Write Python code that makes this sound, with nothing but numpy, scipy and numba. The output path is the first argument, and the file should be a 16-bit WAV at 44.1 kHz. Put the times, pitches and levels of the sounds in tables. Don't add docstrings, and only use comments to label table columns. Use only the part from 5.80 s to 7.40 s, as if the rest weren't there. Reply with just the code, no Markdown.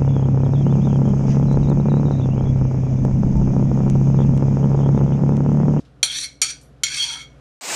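import sys
import numpy as np
from scipy import signal
from scipy.fft import rfft, irfft
from scipy.io import wavfile
from scipy.ndimage import uniform_filter1d
from numba import njit

SR = 44100
rng = np.random.default_rng(int(sys.argv[2]) if len(sys.argv) > 2 else 0)


def voltage_ratio(level):
    return 10 ** (np.asarray(level, float) / 20)


def unload_audio(sound):
    columns = np.transpose(np.atleast_2d(sound))
    steps = np.round(np.clip(columns, -1, 1) * 32767)
    wavfile.write(sys.argv[1], SR, steps.astype(np.int16))


N = 70560

# t/s, level/dB, crack re knock/dB, dull thud of the wall re knock/dB
KNOCKS = [(0.2292, -7.5, 0, -26), (0.6163, -9.5, -5.5, -28.5), (1.0346, -14, 2, -25.5)]
# f/Hz, t60/s, level/dB at 1st, 2nd, 3rd spot struck, gain added when rubbed/dB
MODES = [(595, 0.078, -32.5, -30.5, -31, -12), (1400, 0.035, -25, -21.5, -15, -12.5),
         (2200, .2, -18.5, -21, -8.5, 6), (2389, 0.037, -31, -21.5, -19.5, 21),
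         (2910, .05, -28, -9, -9.5, -1), (3205, 0.069, -6, -9, -3.5, -5.5),
         (3258, .1, -15.5, -17.5, -7.5, 11.5), (3230, 0.022, -34.5, -36, -15, 5),
         (3805, 0.03, -16.5, -22, -49.5, 3.5), (4145, 0.26, -8.5, -20.5, -11.5, 3.5),
         (4400, 0.056, -4, -8, -7.5, 11.5), (4500, .1, -22.5, -8, -8.5, 9.5),
         (4436, 0.071, -25, -19.5, -13.5, 9.5), (5785, .12, -23, -22.5, -18.5, 9.5),
         (4600, 0.085, -29.5, -22, -21, 4), (5160, 0.025, -21.5, -10.5, -15.5, -7),
         (5350, 0.039, -20.5, -5.5, -3.5, -9.5), (5800, 0.062, -3.5, -0.5, 0, 7),
         (6630, 0.066, -13.5, -7, -4, 4), (6820, 0.11, -26.5, -4.5, -5.5, -7.5),
         (7304, 0.055, -9.5, -5.5, -1, -5.5), (7620, 0.087, -14.5, -18.5, -30, -5.5),
         (8400, 0.041, -15, -8.5, -15.5, 7), (8950, 0.036, -23, -13.5, -10, 14),
         (9210, 0.13, -9.5, -15.5, -24.5, -5), (9567, 0.078, -15, -12, -45.5, 9),
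         (10490, .07, -12.5, -9.5, -15.5, -15), (10880, .045, -17, -11, -5, -8.5),
         (11390, 0.041, -13.5, -13.5, -13.5, -1.5)]
# t/s, level/dB, contact resonance f/Hz, low rasp re level/dB, low resonance f/Hz, treble/dB
DRAGS = [
    [(.231, -18, 3310, -17, 1400, -1), (.263, -28, 3350, -25, 1227, 1), (.295, -35.5, 3395, -16, 1500, -8),
     (.32, -26, 3320, -19, 1464, -12.5), (.345, -26.5, 3550, -22, 1630, -9.5),
     (.37, -24, 3780, -27, 1910, -7), (.41, -29, 3930, -27.5, 2000, -0.5),
     (.447, -25, 4375, -26.5, 1840, -4), (.475, -44.5, 4400, -18, 1530, -2)],
    [(.618, -12.5, 4530, -27, 1300, -4), (.655, -26.5, 4710, -19, 1234, -11),
     (.685, -30.5, 4500, -26, 1330, -11.5), (.705, -23.5, 4500, -27.5, 1490, -14),
     (.73, -41.5, 4500, -17, 1540, -15), (.76, -53.5, 4500, -14, 1500, -16)],
    [(1.036, -24.5, 4560, -24, 1370, -10.5), (1.06, -23.5, 4400, -23, 1400, -13.5),
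     (1.102, -28, 4350, -16.5, 1687, -14), (1.146, -21.5, 4220, -21.5, 1680, -16),
     (1.184, -22, 4500, -25, 1600, -11), (1.21, -28.5, 4160, -23, 1370, -8.5),
     (1.232, -21, 4300, -34, 1450, -11), (1.26, -26, 4490, -27, 1470, -14),
     (1.302, -27.5, 4400, -24, 1400, -10.5), (1.328, -29.5, 4200, -22.5, 1356, -9),
     (1.362, -35, 4200, -12, 1300, -14.5), (1.43, -42.5, 4220, -17, 1300, -7.5),
     (1.455, -61, 4200, -12, 1350, -8)],
]
# f/Hz, level/dB
GRIT_SPECTRUM = [(1060, -48.5), (1800, -16.5), (2310, -0.5), (2900, -9.5), (3200, -0.5), (4570, -6),
                 (5160, -8), (5930, -1), (6170, -11), (11200, -16), (12500, -57.5), (16200, -93),
                 (22000, -120)]
# f/Hz, level/dB
LOW_RASP_SPECTRUM = [(350, -50.5), (600, -26.5), (913, -5), (1220, -9), (1550, 6), (2100, -1.5),
                     (2730, -34.5), (4620, -120)]
# f/Hz, width/Hz
WALL_NULLS = [(2850, 170), (5030, 230), (6750, 83), (10600, 300)]
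# middle t/s, length/s, f/Hz, width/Hz, level at middle/dB
MODE_SWELLS = [(0.304, 0.039, 3280, 68, -28), (0.38, 0.028, 5800, 80, -28.5),
               (.385, 0.068, 3805, 68.6, -30.5), (0.453, 0.05, 2198, 59.6, -38.5),
               (0.698, 0.019, 5800, 70, -37), (1.07, 0.066, 2140, 59.6, -38),
               (1.14, 0.077, 2380, 72.5, -40), (1.222, 0.082, 3255, 48, -25.5),
               (1.231, 0.059, 4426, 89, -26), (1.273, 0.15, 942, 117, -50.5), (1.354, 0.075, 905, 117, -51),
               (1.309, .02, 1360, 80, -43.5), (1.337, 0.037, 3223, 58.5, -33),
               (1.33, 0.059, 4110, 49.7, -47), (1.202, 0.21, 4436, 30.1, -38.5),
               (1.22, 0.29, 5853, 34.4, -42), (1.276, 0.23, 3258, 24.8, -36.5),
               (0.344, 0.02, 3520, 70, -35), (0.434, 0.028, 4130, 80, -32.5),
               (1.408, 0.053, 3260, 50.8, -41), (1.4, 0.091, 2226, 48, -43)]
# t/s, level/dB, f/Hz, decay time constant/s
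TOUCHES = [(.0, -57.5, 4500, 0.025), (0.05, -59.5, 3650, 0.024), (0.812, -53, 7470, 0.018),
           (.83, -58.5, 11120, 0.032)]
# f/Hz, level/dB before the waver
HUM_LINES = [(58.5, -58.5), (76, -66.5), (124, -61), (143, -60)]
# f/Hz, level/dB
AIR_SPECTRUM = [(50, -67), (85, -32), (135, -10.5), (253, -11), (287, -4), (325, -18.5), (538, -14),
                (610, -21), (706, -18.5), (908, -30), (967, -27.5), (1410, -25), (2100, -35.5),
                (2820, -34.5), (12700, -54.5), (16600, -97.5), (22000, -120)]
# t/s, gain/dB
BACKGROUND_GAIN = [(0, 4.5), (.6, 2), (.9, 5.5), (1.3, 3), (1.6, 8.5)]

PUSH_DECAY_S, CRACK_DECAY_S, THUD_DECAY_S, THUD_HZ = 0.00047, 0.0042, 0.008, 860
GRAINS_PER_S, GRAIN_SPREAD_DB, CATCH_DB = 4000, 2, 1.4
RUB_RING_DB, RUB_GRIT_DB, CONTACT_DB, LOW_RING_DB = -5.5, -7.5, -14, 1
CONTACT_WIDTH_RATIO, LOW_WIDTH_RATIO = 0.2, 0.099
TREBLE_SPLIT_HZ, RASP_TREBLE_DB, LIFT_DECAY_S = 7450, -9, 0.008
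AIR_DB = -58
ROOM_T60_S, ROOM_DELAY_S, ROOM_DB, ROOM_TOP_HZ = 0.29, 0.0024, -13, 6000


def colour(x, spectrum):
    f_hz, level_db = np.array(spectrum, float).T
    grid_hz = np.maximum(np.arange(4097) * SR / 8192, 1)
    gain = voltage_ratio(np.interp(np.log(grid_hz), np.log(f_hz), level_db))
    cepstrum = irfft(np.log(gain))
    cepstrum[1:4096] *= 2
    cepstrum[4097:] = 0
    response = irfft(np.exp(rfft(cepstrum)))
    return signal.fftconvolve(x, response)[:N]


def unit(x):
    return x / np.sqrt(np.mean(x ** 2))


def mode(x, hz, t60_s):
    pole = np.exp((2j * np.pi * hz - np.log(1000) / t60_s) / SR)
    return signal.lfilter([1], [1, -pole], x).imag


@njit
def svf(x, hz, k):
    y, band, low = np.empty(len(x)), 0., 0.
    for i in range(len(x)):
        g = np.tan(np.pi * hz[i] / SR)
        v = (band + g * (x[i] - low)) / (1 + g * (g + k))
        band, low, y[i] = 2 * v - band, low + 2 * g * v, k * v
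    return y


def twice_svf(x, hz, k):
    return svf(svf(x, hz, k), hz, k)


def fade(at_s, decay_s):
    t = np.arange(N) / SR - at_s
    return (t >= 0) * np.exp(-np.maximum(t, 0) / decay_s)


def wall(x):
    for hz, width_hz in WALL_NULLS:
        x = signal.lfilter(*signal.iirnotch(hz, hz / width_hz, SR), x)
    return x


def knocks():
    out = np.zeros(N)
    thud_hz = np.full(N, float(THUD_HZ))
    for spot, (at_s, db, crack_db, thud_db) in enumerate(KNOCKS):
        push_env = fade(at_s, PUSH_DECAY_S)
        push = rng.standard_normal(N) * push_env
        push[int(at_s * SR) + 8] += 25
        push /= np.sqrt(np.sum(push ** 2))
        ring = np.zeros(N)
        for k, row in enumerate(MODES):
            ring += (-1) ** k * voltage_ratio(row[2 + spot]) * mode(push, row[0], row[1])

        crack = wall(unit(colour(rng.standard_normal(N), GRIT_SPECTRUM)))
        crack = crack * (fade(at_s, CRACK_DECAY_S) - push_env)
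        thud = rng.standard_normal(N) * (fade(at_s, THUD_DECAY_S) - push_env)
        thud = 4 * twice_svf(thud, thud_hz, 2.2)
        out += voltage_ratio(db) * (ring + voltage_ratio(crack_db) * crack + voltage_ratio(thud_db) * thud)
    return out


def rub_grains():
    spread_db = GRAIN_SPREAD_DB * rng.exponential(size=N).clip(0, 4)
    grains = (rng.random(N) < GRAINS_PER_S / SR) * rng.standard_normal(N) * voltage_ratio(spread_db)
    catch = voltage_ratio(CATCH_DB * unit(uniform_filter1d(rng.standard_normal(N), size=250)))
    return unit(catch * (unit(grains) + 0.78 * rng.standard_normal(N)))


def drags():
    out, t, modes = np.zeros(N), np.arange(N) / SR, np.array(MODES, float)
    high_pass = signal.butter(4, TREBLE_SPLIT_HZ, "high", fs=SR, output="sos")
    low_pass = signal.butter(4, TREBLE_SPLIT_HZ, fs=SR, output="sos")
    for spot, rows in enumerate(DRAGS):
        s, db, contact_hz, low_db, low_hz, treble_db = np.array(rows, float).T
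        grains = rub_grains()
        lift = np.exp(-np.maximum(t - s[-1], 0) / LIFT_DECAY_S)
        press = voltage_ratio(np.interp(t, s, db)) * (t >= s[0]) * lift

        gain = voltage_ratio(modes[:, 2 + spot] + modes[:, 5])
        ring = np.zeros(N)
        for k, (hz, t60_s) in enumerate(modes[:, :2]):
            ring += gain[k] * mode(np.roll(grains, 37 * k) * press, hz, t60_s)
        ring /= np.sqrt(np.sum(gain ** 2 * modes[:, 1]) * SR / (4 * np.log(1000)))

        grit = unit(colour(grains, GRIT_SPECTRUM))
        contact = unit(twice_svf(grains, np.interp(t, s, contact_hz), CONTACT_WIDTH_RATIO))
        rasp = press * wall(voltage_ratio(RUB_GRIT_DB) * grit + voltage_ratio(CONTACT_DB) * contact)
        main = voltage_ratio(RUB_RING_DB) * ring + rasp
        treble = signal.sosfilt(high_pass, main) * voltage_ratio(np.interp(t, s, treble_db) - RASP_TREBLE_DB)
        body = signal.sosfilt(low_pass, main)

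        low_ring = unit(twice_svf(grains, np.interp(t, s, low_hz), LOW_WIDTH_RATIO))
        low = unit(colour(grains, LOW_RASP_SPECTRUM)) + voltage_ratio(LOW_RING_DB) * low_ring
        out += body + treble + press * voltage_ratio(np.interp(t, s, low_db)) * low
    return out


def mode_swells():
    t, rub, out = np.arange(N) / SR, rng.laplace(size=N), np.zeros(N)
    starts_s = np.array(KNOCKS)[:, 0]
    for middle_s, length_s, hz, width_hz, db in MODE_SWELLS:
        knock_s = starts_s[starts_s < middle_s].max()
        envelope = np.exp(-(2 * (t - middle_s) / length_s) ** 2) * (t > knock_s)
        out += voltage_ratio(db) * envelope * unit(svf(rub, np.full(N, float(hz)), width_hz / hz))
    return out


def touches():
    out = np.zeros(N)
    for at_s, db, hz, decay_s in TOUCHES:
        burst = rng.standard_normal(N) * fade(at_s, decay_s)
        burst = unit(twice_svf(burst, np.full(N, float(hz)), 0.95))
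        out += voltage_ratio(db) * burst * np.sqrt(decay_s * SR / N / 2)
    return out


def room_echo(x):
    tail = rng.standard_normal(N) * fade(ROOM_DELAY_S, ROOM_T60_S / np.log(1000))
    tail = signal.lfilter(*signal.butter(1, ROOM_TOP_HZ, fs=SR), tail)
    return signal.fftconvolve(x, tail / np.sqrt(np.sum(tail ** 2)))[:N]


def kitchen():
    t, hum = np.arange(N) / SR, np.zeros(N)
    for (hz, db), waver_db in zip(HUM_LINES, (0.4, 2.2, 2.5, 0.83)):
        slow = unit(uniform_filter1d(uniform_filter1d(rng.standard_normal(N), 1500), 1500))
        sine = np.sin(2 * np.pi * (hz * t + rng.random()))
        hum += voltage_ratio(db + waver_db * slow) * np.sqrt(2) * sine
    air = voltage_ratio(AIR_DB) * unit(colour(rng.standard_normal(N), AIR_SPECTRUM))
    return voltage_ratio(np.interp(t, *np.array(BACKGROUND_GAIN, float).T)) * (hum + air)


def scene():
    spoon = wall(knocks() + drags() + mode_swells()) + touches()
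    return (spoon + voltage_ratio(ROOM_DB) * room_echo(spoon) + kitchen())[None]


def roll_off(x):
    return signal.sosfilt(signal.butter(12, 12890, fs=SR, output="sos"), x)


def record(dry):
    rounded = np.tanh(0.94 * dry) / 0.96
    top_cut = signal.ellip(8, 0.3, 40, 11950, fs=SR, output="sos")
    mix = signal.sosfilt(top_cut, rounded)
    return roll_off(mix)


dry = scene()
out = record(dry)
unload_audio(out)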